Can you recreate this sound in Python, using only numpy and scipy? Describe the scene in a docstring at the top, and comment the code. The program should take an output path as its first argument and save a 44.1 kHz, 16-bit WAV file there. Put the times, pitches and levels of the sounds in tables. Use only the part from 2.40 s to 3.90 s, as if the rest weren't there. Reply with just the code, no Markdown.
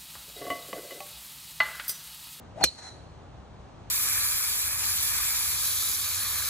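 """A golf drive on an open course, a few metres away. Over a bed of distant rumble the shaft swishes up
to speed and air whistles across the hollow club head. The face cracks against the ball, the metal
rings over a dull knock, and the recorder's gain ducks briefly. The turf scatters a short bright tail,
a line of trees throws the blow back, and the far traffic and light air carry on."""
import sys
import numpy as np
from scipy import signal
from scipy.fft import rfft, irfft
from scipy.io import wavfile
from scipy.ndimage import uniform_filter1d

SR = 44100
rng = np.random.default_rng(int(sys.argv[2]) if len(sys.argv) > 2 else 0)


def store_pcm(level_fs):
    """Save levels as 16-bit WAV."""
    pcm = np.round(np.clip(level_fs, -1, 1) * 32767).astype(np.int16)
    wavfile.write(sys.argv[1], SR, np.atleast_2d(pcm).T)


N = 66150
T, HZ = np.arange(N) / SR, np.fft.rfftfreq(N, 1 / SR)

# attack, the crack of ball on face: f/Hz, relative level/dB
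CRACK = [(100, -26.5), (600, -17), (950, -1.5), (1500, -1), (2050, -5.5), (3200, -15.5), (5000, -10),
         (6200, 7), (7500, -9.5), (9500, -7.5), (12300, -13.5), (14200, -3.5), (15200, -24)]
# dense upper ringing of head and shaft: f/Hz, relative level/dB
CLANG = [(100, -10.5), (300, -8), (900, -11), (1700, -9), (3000, -9), (4200, 3.5), (5000, -9.5),
         (6200, -8.5), (9000, -2), (12000, -2.5), (14300, -6), (15200, -26)]
# body, the dull knock of ball and tee: f/Hz, level/dB, t60/s
KNOCK_MODES = [(75, -27.5, 0.15), (180, -23, .035), (332, -17, .022), (516, -24, .07)]
# metallic ring of the club head: f/Hz, level/dB, t60/s
HEAD_MODES = [(1449, -18.5, .007), (2407, -22, 0.047), (3000, -33.5, 0.13), (2950, -21, 0.024),
              (3800, -27, .025), (4233, -9, .045), (5470, -28, 0.098), (5830, -20.5, 0.051),
              (6180, -24, 0.055), (6500, -25, .04), (6850, -32.5, .03), (7570, -28.5, 0.051),
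              (8465, -27.5, .04), (9807, -31.5, .06)]
# eddies off the shaft as it speeds up and passes: t/s, f/Hz, level/dB
SWISH = [(.14, 558, -69), (.162, 600, -49), (.18, 674.5, -42.5), (.204, 766.5, -39), (.211, 798.6, -28),
         (.228, 795.5, -31), (.238, 770, -35), (.25, 720, -54), (.27, 601.4, -71.5)]
# broad rush of air round the club: f/Hz, relative level/dB
AIR = [(60, 0.5), (300, -0.5), (1000, -6.5), (1600, -10.5), (2400, -15.5), (6000, -23), (10000, -28),
       (12000, -43.5), (15000, -64)]
# whistle of the head, falling as it passes: t/s, f/Hz, level/dB
WHISTLE = [(0.208, 4420, -70.5), (.222, 4380, -53), (.231, 4330, -23), (0.244, 4272, -24),
           (.259, 4260, -32.5), (.268, 4130, -31.5), (.276, 4105, -24.5), (.29, 4110, -29.5),
           (.3, 4090, -47), (.315, 4080, -47.5)]
# bright scatter off the grass: f/Hz, relative level/dB
GRASS = [(200, -6.5), (550, -8), (1100, -18), (2400, -6), (3500, -9.5), (4300, 13.5), (4900, -5.5),
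         (6200, -4), (9500, -7.5), (11000, -17.5), (14000, -36)]
# echo envelope from cart and trees: delay t/s, relative level/dB
ECHOES = [(.03, -23), (.1, -15.5), (.13, -11.5), (.147, 4.5), (.17, -8), (.19, 1), (.235, 0.5), (.27, -8.5),
          (.32, -17), (.4, -27), (.6, -37.5), (1.2, -60)]
# EQ on the echoes: f/Hz, level/dB
ECHO_EQ = [(100, -4.5), (400, 0.5), (850, 4.5), (1500, -1.5), (2100, -0.5), (3400, -5.5), (3900, -8.5),
           (4100, -1), (4300, -7.5), (5000, -1), (6400, 0), (9800, -9), (11000, -28), (15000, -59)]
# bed of distant rumble and leaves: f/Hz, relative level/dB
COURSE = [(12, -33), (25, -11), (38, -5.5), (55, 1.5), (110, -2), (160, -6), (280, -12.5), (500, -14.5),
          (800, -13), (1200, -19), (2000, -29), (4200, -32.5), (4900, -37.5), (6400, -37.5), (9000, -46.5),
          (10500, -57), (12000, -77), (16000, -90)]
# slow rise and fall of the wind rumble in the bed's bass: t/s, level/dB
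RUMBLE_LEVEL = [(0, -3.5), (.4, -3), (.75, 1.5), (1.15, 1.5), (1.45, 1)]
# stereo image of the diffuse field: f/Hz, coherence/1, left-right level/dB
DIFFUSE = [(30, 1, -2), (70, 1, 0.5), (130, 1, 1.5), (260, 0.47, 1.5), (500, .58, 4), (1000, .45, -0.5),
           (2000, 0.64, 1.5), (3300, 0.52, -1), (6500, .38, -.5), (10000, .7, 0.5), (13000, 1, -1.5)]
# the two microphone ports: f/Hz, left-right level/dB, left phase lead/rad
PORTS = [(40, -2, 0), (110, .5, -0.7), (270, 5, -0.4), (550, 8, -0.07), (1100, 5, -1.17), (1700, 2.5, .4),
         (2400, -3, 0.89), (3304, -4, 1.48), (4200, -5.5, 1.87), (5280, 0.5, 2.06), (6100, 0, 0.5),
         (8886, -0.5, 1.88), (11500, 0, 2), (13500, -1.5, 3.5)]

STRIKE_S, TURF_DELAY_S, TURF_DB = .239, .0029, 1.5


def strike(contact_s=.001, crack_fall_s=.0003, clang_rise_s=.0041, knock_delay_s=.0022):
    """Face hits ball: a millisecond of crack, then a dense clang and a low knock."""
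    age = T - STRIKE_S
    crack_envelope = (age > 0) * np.exp(-np.maximum(age - contact_s, 0) / crack_fall_s)
    crack = amp(-1.5) * noise(CRACK) * crack_envelope
    clang_envelope = np.clip(age / clang_rise_s, 0, 1) * decay(age - clang_rise_s, t60=.025)
    clang = amp(-7.5) * noise(CLANG) * clang_envelope
    return crack + clang + ring(KNOCK_MODES, STRIKE_S + knock_delay_s)


def head():
    """The hollow metal head rings, heard directly and off the turf."""
    return ring(HEAD_MODES, STRIKE_S) + amp(TURF_DB) * ring(HEAD_MODES, STRIKE_S + TURF_DELAY_S)


def swish(air_db=-8, spread=.6):
    """Shaft eddies rise in pitch and level with speed; returns the direct swish and a wide air layer."""
    phasor, level = glide(SWISH)
    air = level * amp(air_db) * np.array([noise(AIR) for _ in range(3)])
    eddies = level * unit((phasor * wander(width_hz=120)).real)
    return eddies + air[0], spread * air[1:]


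def whistle(doppler, breath=.3):
    """Air sings over a hollow in the head: a breathy tone, its pitch scaled by doppler."""
    phasor, level = glide([(t, hz * doppler, db) for t, hz, db in WHISTLE])
    flutter = 1 + breath * wander(width_hz=470)
    return level * unit((phasor * flutter).real)


def grass():
    """The ground nearby scatters a short bright tail with a faint lingering hiss."""
    age = T - STRIKE_S - TURF_DELAY_S
    fade = amp(-16) * decay(age, t60=.0746) + amp(-39) * decay(age, t60=.85)
    return np.array([noise(GRASS), noise(GRASS)]) * fade * (age > 0)


def trees(send, return_db=-23):
    """Countless faint reflections, strongest from the tree line."""
    delay, db = np.transpose(ECHOES)
    taps = rng.standard_normal((2, N)) * amp(np.interp(T, delay, db)) * (T > delay[0])
    taps /= np.linalg.norm(taps[0])
    echo = signal.fftconvolve(send[None], taps, axes=1)[:, :N]
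    return amp(return_db) * equalise(echo, ECHO_EQ)


def course(bed_db=-47, swell_db=.54, crossover_hz=148.3):
    """Far traffic and light air, gently swelling, with a rumble that comes and goes."""
    bed = np.array([noise(COURSE), noise(COURSE)])
    bed *= amp(bed_db + swell_db * unit(wander(width_hz=5).real))
    bass = irfft(rfft(bed) / (1 + (HZ / crossover_hz) ** 4), N)
    ride = amp(np.interp(T, *np.transpose(RUMBLE_LEVEL)))
    return bed - bass + bass * ride


def diffuse(pair):
    """Blends two unrelated signals into a field that arrives from many sides."""
    mid, side = rfft(pair)
    coherence = np.clip(curve(DIFFUSE), 0, 1)
    tilt = amp(curve(DIFFUSE, column=2) / 2)
    side = side * np.sqrt((1 - coherence) / (1 + coherence))
    stereo = np.array([(mid + side) * tilt, (mid - side) / tilt])
    return irfft(stereo * np.sqrt((1 + coherence) / 2), N)


def ports(near, far):
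    """The two microphone ports favour the near sound unequally and shift the phase of everything."""
    tilt = amp(curve(PORTS) / 2)
    lead = np.exp(1j * curve(PORTS, column=2) / 2)
    stereo = rfft(near) * np.array([tilt, 1 / tilt]) + rfft(far)
    return irfft(stereo * np.array([lead, 1 / lead]), N)


def amp(db):
    """Decibels to gain."""
    return 10 ** (np.asarray(db) / 20)


def unit(x):
    """Normalises to rms 1."""
    return x / np.sqrt(np.mean(abs(x) ** 2) + 1e-20)


def curve(table, column=1):
    """One column of a table, interpolated over log frequency."""
    rows = np.array(table)
    return np.interp(np.log(HZ + 1), np.log(rows[:, 0] + 1), rows[:, column])


def equalise(x, eq):
    """Applies an EQ curve of f/Hz, level/dB."""
    return irfft(rfft(x) * amp(curve(eq)), N)


def noise(eq):
    """Noise coloured by an EQ curve, rms 1."""
    return unit(equalise(rng.standard_normal(N), eq))


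def wander(width_hz):
    """Smooth random complex modulator, rms 1."""
    white = rng.standard_normal((2, N))
    real, imag = irfft(rfft(white) / (1 + (2 * HZ / width_hz) ** 2), N)
    return unit(real + 1j * imag)


def glide(rows):
    """Complex oscillator and gated envelope following t/s, f/Hz, level/dB."""
    t, hz, db = np.transpose(rows)
    phasor = np.exp(2j * np.pi * np.cumsum(np.interp(T, t, hz)) / SR)
    return phasor, amp(np.interp(T, t, db)) * (T > t[0]) * (T < t[-1])


def decay(age, t60):
    """Envelope that falls 60 dB in t60 seconds."""
    return np.exp(-np.log(1000) * np.maximum(age, 0) / t60)


def ring(modes, start_s):
    """Damped modes struck together."""
    age = np.maximum(T - start_s, 0)
    return sum(amp(db) * decay(age, t60) * np.sin(2 * np.pi * hz * age) for hz, db, t60 in modes)


def scene():
    """The mix: swing and blow up close; air, tails and the open course spread wide."""
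    shaft, air = swish()
    blow = shaft + strike()
    echo = trees(blow + amp(8.5) * whistle(doppler=.96))  # the receding head echoes lower in pitch
    near = blow + head() + whistle(doppler=1)
    far = diffuse(air + grass() + echo + course())
    return ports(near, far)


def record(dry, low_cut_hz=46, threshold_db=-24.5, duck_db_per_db=.29, release_db_per_s=59.5):
    """Low cut, gain control that ducks at the blow, soft clipping, then a high cut."""
    dry = signal.sosfilt(signal.butter(2, low_cut_hz, "high", fs=SR, output="sos"), dry)
    power = uniform_filter1d((dry ** 2).mean(0), size=128)
    power_db = 10 * np.log10(abs(power) + 1e-12)
    release_db = T * release_db_per_s
    detector_db = np.maximum.accumulate(power_db + release_db) - release_db  # jumps up, sinks steadily
    duck_db = duck_db_per_db * np.maximum(detector_db - threshold_db, 0)
    clipped = np.tanh(dry / amp(duck_db))
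    high_cut = signal.firwin(255, 16000, window=("kaiser", 9), fs=SR)
    return signal.oaconvolve(clipped, high_cut[None], "same")


dry = scene()
out = record(dry)
store_pcm(out)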